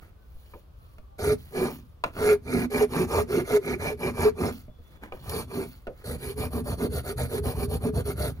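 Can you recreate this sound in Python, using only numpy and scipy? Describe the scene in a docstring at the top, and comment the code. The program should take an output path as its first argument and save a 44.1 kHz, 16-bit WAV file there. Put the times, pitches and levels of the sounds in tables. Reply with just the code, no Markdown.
"""A quiet workshop, a stereo microphone close to the bench vise, the work a little to its left.
A coarse hand file rasps back and forth over a clamped wooden blank. Its teeth tear fibres (hiss), catch
and ring the blank and the file (bite), and chatter at a wavering pitch, higher on the push than on the
pull; vise and bench shake below. Between bouts the file slides lightly, is set down or bumps the vise.
Behind it lie a low rumble, a few faint far whines and short reflections from bench top and walls."""
import sys
import numpy as np
from scipy import signal
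from scipy.fft import rfft, irfft
from scipy.io import wavfile
from scipy.ndimage import uniform_filter1d

SR = 44100
rng = np.random.default_rng(int(sys.argv[2]) if len(sys.argv) > 2 else 0)


def pcm_store(signal):
    """Save signal as 16-bit PCM."""
    levels = np.round(np.clip(np.atleast_2d(signal), -1, 1) * 32767)
    wavfile.write(sys.argv[1], SR, levels.astype(np.int16).T)


N = 370440

# Modes of blank and file together, of the vise, of the bench and of the file's own steel.
# Each row: pitch in Hz, level in dB, t60 in seconds.
BODY_MODES = [(483.5, 7, 0.084), (612, 5, 0.11), (688, 3, 0.08), (775, 6, 0.06), (928, 5, 0.06),
              (1026, 5, 0.06), (1238, 10, 0.04), (1405, 9, 0.035), (1475, 4, .05), (1706, 9, 0.035),
              (1900, 7, 0.012), (2170, 9, 0.04), (2330, 20, 0.018), (2620, 4, 0.016)]
VISE_MODES = [(174.7, 0.5, 0.077), (242.9, 4, 0.12)]
BENCH_MODES = [(82.2, -0.5, 0.13), (114.4, 4, 0.048)]
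STEEL_MODES = [(4410, 0, 0.02), (4630, -3, 0.014)]

# How a layer swells and dies: dB down at the start, bend of the rise, dB down at the end, bend of the fall.
HISS_ARCH, BITE_ARCH = (7.65, 2.8, 12, 3.4), (10.2, 2.63, 13.3, 3.6)
BRUSH_ARCH, SCUFF_ARCH = (9.4, 1.6, 10.8, 1.9), (22.4, 0.9, 10.5, 1.3)
VISE_ARCH, BENCH_ARCH = (16.2, 1.38, 8.06, 1.52), (2.9, 2.02, 6.1, 0.9)
CHATTER_ARCH, GROAN_ARCH = (7.8, 2.34, 10, 1.4), (8.8, 5.5, 8, 2.1)
PUSH_HZ = 420.4  # chatter pitch of a push


def gain_of(db):
    """Decibels to gain."""
    return 10 ** (np.asarray(db) / 20)


def unit_rms(x):
    """Scales to rms 1."""
    return x / np.sqrt(np.mean(x ** 2) + 1e-20)


def curve_at(points, hz):
    """A spectrum table read on a log frequency axis."""
    f, value = np.transpose(points)
    return np.interp(np.log(hz + 1), np.log(f + 1), value)


def colour(x, points):
    """Filters by a spectrum table of (Hz, dB) points."""
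    return irfft(rfft(x) * gain_of(curve_at(points, np.fft.rfftfreq(N, 1 / SR))), N)


def ring(x, hz, db, t60):
    """One mode struck by x."""
    r, turn = gain_of(-60 / (t60 * SR)), 2 * np.pi * hz / SR
    return signal.lfilter([gain_of(db) * np.sin(turn)], [1, -2 * r * np.cos(turn), r ** 2], x)


def ring_modes(x, modes):
    """A set of modes struck by x, at rms 1."""
    return unit_rms(sum(ring(x, *mode) for mode in modes))


def moving_ring(x, hz, db, t60):
    """One mode struck by x, its pitch following the curve hz."""
    r, turn = gain_of(-60 / (t60 * SR)), np.exp(2j * np.pi * np.cumsum(hz) / SR)
    return gain_of(db) * (turn * signal.lfilter([1], [1, -r], x / turn)).imag


def grit(per_s, spread_db):
    """Random clicks of either sign, most small, a few large."""
    size = gain_of(spread_db * np.minimum(rng.exponential(1, N), 5))
    return unit_rms(size * rng.standard_normal(N) * (rng.random(N) < per_s / SR))


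def swells(crest, rise, fall, db, arch):
    """Gain curve of a row of swells: each climbs to its crest and falls away along one arch."""
    t = np.arange(0, N + 32, 32) / SR
    before, after = (np.maximum(d, 0) for d in (crest - t[:, None], t[:, None] - crest))
    rise_db, rise_bend, fall_db, fall_bend = arch
    down_db = rise_db * (before / np.maximum(rise, .004)) ** rise_bend
    down_db += fall_db * (after / np.maximum(fall, .004)) ** fall_bend
    return np.interp(np.arange(N) / SR, t, gain_of(np.max(db - down_db, axis=1)))


def patchy(x, spread_db, bins):
    """Teeth catch unevenly: random patches of pitch and time swell and fade."""
    z = signal.stft(x, nperseg=256)[2]
    patches = uniform_filter1d(rng.standard_normal(z.shape[::-1]).T, size=bins, axis=0)
    patches = unit_rms(uniform_filter1d(patches, size=7, axis=1))
    return unit_rms(signal.istft(z * gain_of(spread_db * patches), nperseg=256)[1][:N])


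def wandering_tone(hz, steady, width_hz):
    """A complex tone of rms 1 whose phase and size wander; steady = 1 holds the size still."""
    r = np.exp(-np.pi * width_hz / SR)
    noise = rng.standard_normal(N) + 1j * rng.standard_normal(N)
    wander = signal.lfilter([1], [1, -2 * r, r ** 2], noise)
    wander = wander / abs(wander) * unit_rms(abs(wander) ** (1 - steady))
    return wander * np.exp(2j * np.pi * np.cumsum(hz) / SR)


def room_tone():
    """Low rumble and faint hiss of the workshop; the bass is mostly common to both channels."""
    # The still room. Each row: frequency in Hz, level in dB.
    spectrum = [(15, -33), (25, -1), (64, 8.5), (242, -19.5), (516, -27), (863, -36.5), (1160, -33),
                (1890, -46), (3430, -45.5), (7920, -58), (16000, -51)]
    shared, left, right = rng.standard_normal((3, N))
    both = [colour(shared + colour(own, [(100, -8.5), (600, 10.5)]), spectrum) for own in (left, right)]
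    return gain_of(-50.5) * unit_rms(np.array(both))


def far_whines():
    """Thin wavering tones that swell and fade far off, in a different phase on each channel."""
    # Each row: start and length in seconds, pitch in Hz, level in dB.
    whines = [(.14, .17, 1505, -70), (.68, .3, 1316, -70), (.88, .3, 1145, -69), (1.07, .12, 826, -61),
              (4.1, 1.6, 3450, -74), (5.72, .12, 850, -66)]
    t, out = np.arange(N) / SR, np.zeros((2, N))
    for start, length, hz, db in whines:
        swell = np.sin(np.pi * np.clip((t - start) / length, 0, 1)) ** .5
        waver_hz = 21 * unit_rms(uniform_filter1d(rng.standard_normal(N), size=800))
        flicker_db = 4 * unit_rms(uniform_filter1d(rng.standard_normal(N), size=1500))
        cycles = hz * t + np.cumsum(waver_hz) / SR + rng.random((2, 1))
        out += gain_of(db + flicker_db) * swell * np.sin(2 * np.pi * cycles)
    return out


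def reflections(x, t60, after_s):
    """Reflections that change as hands and file move: three stereo tails take turns."""
    t, turn = np.arange(SR // 4) / SR, np.pi * 1.7 * np.arange(N) / SR
    out = np.zeros((2, N))
    for k in range(3):
        tail = rng.standard_normal((2, len(t))) * gain_of(-60 * t / t60) * (t > after_s)
        tail = signal.lfilter([1], [1, -.3], tail)
        feed = x * np.sqrt(2 / 3) * np.cos(turn + k * np.pi / 3)
        out += signal.fftconvolve(feed[None], tail / np.linalg.norm(tail[0]), axes=1)[:, :N]
    return out


def bench_shake(vise_gain, bench_gain):
    """Uneven pushes ring the low modes of vise and bench under each stroke."""
    jolts, heaves = grit(600, 2.0), grit(300, 1.7)
    shake = ring_modes(jolts, VISE_MODES) * vise_gain + ring_modes(heaves, BENCH_MODES) * bench_gain
    return colour(shake, [(30, -26), (60, -0.5)])  # the shaking carries no deep bass


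def knocks(landing_s=0.00051, settle_s=0.013, focus_db_per_octave=5):
    """The file is set down or bumps the vise: a blow cracks and rings, then the bench booms."""
    # Each row: time in seconds, peak of the ring in dB, crack in dB, softness and scuff time in ms,
    # best struck pitch in Hz, bench boom and after-ring in dB. Crack, boom and after-ring are
    # relative to the ring.
    blows = [(0.347, -61, -40, 0.34, 6.1, 200, 23, -30), (0.536, -37, -44, 0.16, 9.2, 900, -11, -2.5),
             (0.983, -40.5, -21, 0.038, 2.7, 246, 0, -20), (1.189, -27, -23, 0.19, 11, 500, -19, -17),
             (2.0384, -13, -24, 0.025, 3.1, 1400, -25, -21), (4.68, -39.5, -66, 3.1, 12, 170, -3.5, -26),
             (4.787, -45.5, -57, 3.1, 12, 170, -2, -34), (4.935, -51, -60, 3.1, 15, 166, -14, -33),
             (5.122, -25, -33, 0.12, 2.5, 950, -13, -8.5), (5.295, -41, 11.5, 0.24, 8.6, 1384, -22, -20),
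             (5.869, -25, -30, 0.07, 6, 680, -11, -3)]
    # What lingers in the wood. Each row: pitch in Hz, level in dB, t60 in seconds.
    after_modes = [(372, -10, 0.061), (529, -3, 0.034), (605, -8.5, 0.029)]
    out, t = np.zeros(N + SR), np.arange(SR // 4) / SR
    modes = BODY_MODES + VISE_MODES
    settle = t / settle_s * np.exp(-t / settle_s)
    for start, db, crack_db, soft_ms, scuff_ms, best_hz, boom_db, after_db in blows:
        blow = rng.standard_normal(len(t)) * np.exp(-1000 * t / scuff_ms) * np.minimum(t / landing_s, 1)
        thud = signal.lfilter([1], [1, -np.exp(-1000 / (SR * soft_ms))], blow)
        octaves_off = abs(np.log2(np.transpose(modes)[0] / best_hz))
        spot_db = 2 * rng.standard_normal(len(modes)) - focus_db_per_octave * octaves_off
        # the resting file damps the upper modes most
        rung = sum(ring(thud, hz, level + spot, t60 * (450 / hz) ** 0.31)
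                   for (hz, level, t60), spot in zip(modes, spot_db))
        # a small contact gives no low thump
        rung = signal.lfilter(*signal.butter(2, 0.4 * best_hz, "high", fs=SR), rung)
        after = sum(ring(settle * rng.standard_normal(len(t)), *mode) for mode in after_modes)
        boom = sum(ring(settle ** 2 * (1 + rng.standard_normal(len(t))), *mode) for mode in BENCH_MODES)
        crack = rng.standard_normal(len(t)) * np.exp(-t / 0.004)
        knock = (rung / abs(rung).max() + gain_of(after_db) * after / abs(after).max()
                 + gain_of(crack_db) * crack + gain_of(boom_db) * boom / abs(boom).max())
        at = round(start * SR)
        out[at:at + len(t)] += gain_of(db) * knock
    return out[:N]


def tooth_squeak():
    """A tooth squeaks as the file runs off the edge: one short fuzzy whistle."""
    whistle = wandering_tone(hz=np.full(N, 5290), steady=0.67, width_hz=130).real
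    return whistle * swells(crest=4.467, rise=.012, fall=.02, db=-43, arch=BRUSH_ARCH)


def light_slides(catches):
    """The file slides without pressure: light hiss, faintly ringing steel and dull scuffing."""
    # Each row: start, rise and fall in seconds, hiss and scuff levels in dB.
    glides = [(0.0, 0.025, 0.074, -60, -54), (.27, 0.25, 0.12, -60, -74), (.74, 0.1, 0.21, -65.5, -86),
              (1.37, 0.015, 0.42, -55, -70), (1.7, 0.0075, 0.089, -45, -77),
              (2.044, 0.015, 0.038, -58, -38.5), (2.135, 0.038, 0.07, -48.5, -35.5),
              (4.519, 0.0077, 0.095, -47, -59), (4.8, 0.16, 0.02, -61.5, -55),
              (5.011, 0.017, 0.047, -65, -39.5), (5.12, 0.018, 0.087, -57, -48.5),
              (5.19, 0.074, 0.031, -49.5, -46), (5.655, 0.002, 0.14, -50.5, -84),
              (5.875, 0.071, 0.13, -68, -61.5), (5.95, 0.053, 0.055, -58.5, -54.5),
              (8.3, 0.077, 0.094, -62, -57)]
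    # Teeth brushing the wood. Each row: frequency in Hz, level in dB.
    brush_spectrum = [(2500, 2), (4300, -1), (6500, -5.5), (9000, -6.5), (11000, 1), (13000, 0.5),
                      (15500, 5.5)]
    start, rise, fall, hiss_db, scuff_db = np.transpose(glides)
    scuff = unit_rms(colour(catches, [(250, 4), (600, -2.5), (1300, -5.5), (2600, -14.5), (5000, -30)]))
    brush = grit(6000, 0.74)
    hiss = unit_rms(colour(brush, brush_spectrum)) + gain_of(-20.5) * ring_modes(brush, STEEL_MODES)
    return (patchy(hiss, spread_db=2.5, bins=9) * swells(start + rise, rise, fall, hiss_db, BRUSH_ARCH)
            + scuff * swells(start + rise, rise, fall, scuff_db, SCUFF_ARCH))


def groans(sag_hz_per_s=150):
    """A push locks into a steady, slightly falling tone; returns the tone and its gain curve."""
    # Each row: middle and half length in seconds, level in dB.
    locks = [(1.321, 0.021, -20.5), (2.242, 0.03, -23.5), (2.319, 0.03, -16), (2.833, 0.02, -16.5),
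             (3.215, 0.019, -23), (3.558, 0.026, -18), (4.271, 0.02, -14), (6.841, 0.015, -25.5),
             (7.351, 0.007, -26), (7.632, 0.0074, -25.5), (7.876, 0.0094, -24)]
    middle, half, db = np.transpose(locks)
    t = np.arange(N) / SR
    nearest = middle[np.searchsorted((middle[1:] + middle[:-1]) / 2, t)]
    hz = PUSH_HZ - sag_hz_per_s * np.clip(t - nearest, -.05, .05)
    gain = swells(middle, half, half, db, GROAN_ARCH)
    return np.sqrt(2) * wandering_tone(hz, steady=0.94, width_hz=7.2).real * gain, gain


def hollow_ring():
    """The teeth keep the lowest modes of the clamped blank ringing."""
    # Each row: pitch in Hz, level in dB, t60 in seconds.
    blank_modes = [(381, 0, 0.097), (419.8, 5, 0.12), (470, 0.5, 0.051)]
    return unit_rms(sum(ring(grit(2500, 1.0), *mode) for mode in blank_modes))


def fibre_hiss(pressure, steel_db, edge_db):
    """Dense tiny tears hiss and ring the steel; a broad treble peak adds a rasping edge."""
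    # Tearing fibres. Each row: frequency in Hz, level in dB.
    tear_spectrum = [(1500, 4.5), (3000, -9), (4000, -8), (5500, -39), (7000, -9), (8000, -4), (9500, 5.5),
                     (11500, 4.5), (12700, -2), (14000, -4.5), (15200, 6), (16000, -45)]
    tears = grit(9000, 0.9) * pressure
    steel = gain_of(steel_db) * ring_modes(tears, STEEL_MODES)
    edge = gain_of(edge_db) * unit_rms(ring(tears, hz=5650, db=0, t60=0.00088))
    return patchy(unit_rms(colour(tears, tear_spectrum)) + steel + edge, spread_db=2.5, bins=5)


def tooth_bite(catches, stroke, tilt_db, detune=.006):
    """Catching teeth ring blank and file; each stroke presses elsewhere and shifts the modes."""
    # The noise between the modes. Each row: frequency in Hz, level in dB.
    catch_spectrum = [(200, -19.5), (550, 15), (1300, 5), (2000, 3), (2800, -6), (4000, -1.5),
                      (6500, -47.5), (9000, -71)]
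    octaves = np.log2(np.transpose(BODY_MODES)[0] / 1000)
    spot = gain_of(2.5 * rng.standard_normal((len(tilt_db), len(octaves))) + np.outer(tilt_db, octaves))
    spot /= np.sqrt(np.mean(spot ** 2, axis=1, keepdims=True))
    shift = 1 + detune * rng.standard_normal(spot.shape)
    rung = sum(moving_ring(catches * spot[stroke, k], hz * shift[stroke, k], db, t60)
               for k, (hz, db, t60) in enumerate(BODY_MODES))
    between = colour(catches, catch_spectrum)
    dull = uniform_filter1d(between, size=24)
    between = dull + (between - dull) * gain_of(0.33 * tilt_db)[stroke]
    return patchy(unit_rms(rung) + gain_of(-1.5) * unit_rms(between), spread_db=2.5, bins=3)


def pause_gate():
    """0 in the pauses, while the file is off the wood or at rest; otherwise 1."""
    # Each row: stop and restart in seconds.
    pauses = [(1.0, 1.184), (2.664, 2.702), (5.9, 6.042)]
    t = np.arange(N) / SR
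    return uniform_filter1d(1. - sum((t > stop) & (t < restart) for stop, restart in pauses), size=350)


def filing(turn_s=0.0286):
    """Teeth hiss, bite and chatter under each stroke; returns the file and the shaking it passes on."""
    # Push and pull in turn. Each row: start, rise and fall in seconds, hiss, bite and chatter in dB,
    # chatter crest as a share of the stroke, vise and bench in dB, tilt of the bite in dB per octave.
    strokes = [(1.2, 0.093, 0.054, -38.5, -32.5, -27.5, 0.7, -34, -30.5, -6),
               (1.545, 0.06, 0.11, -41, -33.5, -25.5, 0.58, -28.5, -43, -4),
               (2.205, 0.089, 0.054, -35.5, -29, -20, 0.42, -32, -37, 0),
               (2.484, 0.092, 0.089, -41.5, -36.5, -27.5, 0.42, -24.5, -39.5, 3.5),
               (2.72, 0.089, 0.044, -37.5, -28.5, -29.5, 0.22, -27.5, -43, -3.5),
               (2.921, 0.072, 0.066, -39.5, -35, -24.5, 0.68, -27, -36.5, 6.5),
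               (3.101, 0.072, 0.057, -37.5, -29, -24, 0.74, -33.5, -29, -3),
               (3.3, 0.061, 0.065, -41, -37, -20.5, 0.69, -27.5, -39.5, 7),
               (3.481, 0.083, 0.016, -38, -27, -25, 0.94, -32.5, -46, -6.5),
               (3.639, 0.069, 0.052, -44, -36.5, -29, 0.85, -29, -38, 0.5),
               (3.804, 0.056, 0.073, -41.5, -32.5, -31.5, 0.92, -34, -35, -2.5),
               (4.004, 0.058, 0.056, -43.5, -34.5, -28, 0.54, -28, -49, 0.5),
               (4.17, 0.085, 0.046, -39.5, -30, -26, 0.82, -31.5, -31, 1),
               (4.385, 0.059, 0.074, -42.5, -33.5, -26, 0.33, -25.5, -35.5, 0),
               (5.288, 0.068, 0.082, -39, -39, -34, 0.52, -35.5, -35, -2),
               (5.506, 0.076, 0.083, -45, -42, -31.5, 0.67, -32.5, -44, -1),
               (6.044, 0.067, 0.056, -40.5, -36.5, -48, 0.1, -38.5, -29.5, -30),
               (6.203, 0.061, 0.072, -41, -52, -36, 0.74, -44.5, -38, 8),
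               (6.372, 0.036, 0.073, -39.5, -37, -33, 0.42, -32, -33, -6),
               (6.519, 0.037, 0.06, -42.5, -35.5, -35, 0.74, -29.5, -31.5, -10.5),
               (6.656, 0.047, 0.052, -41, -36.5, -38, 0.45, -37.5, -29.5, -10),
               (6.788, 0.047, 0.04, -40.5, -30.5, -29, 0.87, -25, -46, -9),
               (6.92, 0.043, 0.049, -38.5, -33, -38, 0.26, -36, -28.5, -29),
               (7.049, 0.043, 0.042, -39.5, -35, -33.5, 0.9, -41, -36, -9),
               (7.174, 0.023, 0.072, -38, -34.5, -56, 0.05, -39, -26.5, -7),
               (7.304, 0.064, 0.031, -38.5, -35.5, -29, 0.9, -34, -35.5, -10.5),
               (7.441, 0.032, 0.063, -38, -35, -33, 0.2, -36.5, -27, -12),
               (7.561, 0.073, 0.029, -40, -40.5, -33, 0.86, -34, -31.5, -5.5),
               (7.699, 0.036, 0.044, -40, -34.5, -40, 0.4, -36.5, -23, -18.5),
               (7.82, 0.052, 0.03, -44, -33, -29, 0.87, -28, -32.5, -11),
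               (7.945, 0.033, 0.042, -40.5, -29.5, -36, 0.6, -31, -25.5, -27),
               (8.055, 0.029, 0.052, -40, -43, -32.5, 0.62, -38.5, -33, -1),
               (8.179, 0.053, 0.078, -37.5, -31.5, -42, 0.84, -36, -27, -15)]
    # The file moves from the edge to the flat top. Each row: time in seconds, chatter pitch of a pull
    # in Hz, steel ring and rasping edge in dB relative to the tearing.
    seating = [(1.2, 372.6, -11, -6.5), (4.5, 376, -14, -4), (5.3, 396, -10.5, -9),
               (6.202, 411.2, -10.5, -12), (8.3, 412.8, -12.5, -11.5)]
    start, rise, fall, hiss_db, bite_db, chatter_db, share, vise_db, bench_db, tilt_db = np.array(strokes).T
    arc = (start + rise, rise, fall)
    # the stroke under way at each sample; the hand turns the file turn_s before the next one sounds
    stroke = np.maximum(np.searchsorted(start - turn_s, np.arange(N) / SR) - 1, 0)
    seat_s, *seat = np.transpose(seating)
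    pull_hz, steel_db, edge_db = (np.interp(start, seat_s, column)[stroke] for column in seat)

    # the file chatters at a wavering pitch, higher on the push than on the pull
    skip = wandering_tone(np.where(stroke % 2, pull_hz, PUSH_HZ), steady=0.27, width_hz=30).real
    pressure = 1 + 0.06 * skip  # the teeth dig in once every skip
    hiss = fibre_hiss(pressure, steel_db, edge_db) * swells(*arc, hiss_db, HISS_ARCH)
    catches = (grit(3000, 1.52) + gain_of(-11) * grit(250, 2.5)) * pressure  # many fibres, a few snags
    bite = tooth_bite(catches, stroke, tilt_db) * swells(*arc, bite_db, BITE_ARCH)

    # one burst of chatter a stroke; fainter chatter and the hollow ring last as long as the bite
    burst = swells(start + share * (rise + fall), rise=.04, fall=.034, db=chatter_db, arch=CHATTER_ARCH)
    chatter = np.sqrt(2) * skip * np.maximum(burst, swells(*arc, chatter_db - 9, BITE_ARCH))
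    hollow = hollow_ring() * swells(*arc, chatter_db - 6, BITE_ARCH)
    groan, groan_gain = groans()
    takeover = 1 + groan_gain / gain_of(chatter_db - 10)[stroke]  # a groan displaces rough chatter
    teeth = hiss + bite + groan + (chatter + hollow) / takeover

    shake = bench_shake(swells(*arc, vise_db, VISE_ARCH), swells(*arc, bench_db, BENCH_ARCH))
    gate = pause_gate()
    lagging_gate = uniform_filter1d(gate, size=2400, origin=1100)
    return teeth * gate + light_slides(catches), shake * lagging_gate


def stereo_microphone(x):
    """Direct sound at the microphone's two ports: shaded on the left, slightly later on the right."""
    # Each row: frequency in Hz, left minus right in dB.
    balance = [(100, 0), (300, -2.5), (1200, 0), (3000, -4.5), (6500, -5), (9000, 0)]
    # Each row: frequency in Hz, lag of the right port in ms.
    lag_ms = [(300, .22), (700, .2), (1400, .15), (2240, .18), (3620, .135), (4400, .174), (6460, .168),
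              (8400, .178), (13400, .186)]
    hz, spectrum = np.fft.rfftfreq(N, 1 / SR), rfft(x)
    shade = gain_of(curve_at(balance, hz) / 2)
    delay = np.exp(-2j * np.pi * hz * curve_at(lag_ms, hz) / 1000)
    return irfft(np.array([spectrum * shade, spectrum / shade * delay]), N)


def scene():
    """File, knocks and bench close by; vise and bench top reflect at once, the walls later."""
    file, shake = filing()
    near = file + knocks() + tooth_squeak()
    treble = colour(near, [(300, -20), (1000, 0)])  # small surfaces scatter only short waves
    scatter = gain_of(-7) * reflections(treble, t60=.04, after_s=.0005)
    walls = gain_of(-17) * reflections(near + gain_of(3) * shake, t60=.16, after_s=.006)
    return stereo_microphone(near + shake) + scatter + walls + room_tone() + far_whines()


def record(dry):
    """The recorder cuts the highest treble steeply."""
    lowpass = signal.firwin(511, cutoff=15850, window=("kaiser", 9), fs=SR)
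    return signal.oaconvolve(dry, lowpass[None], "same")


dry = scene()
out = record(dry)
pcm_store(out)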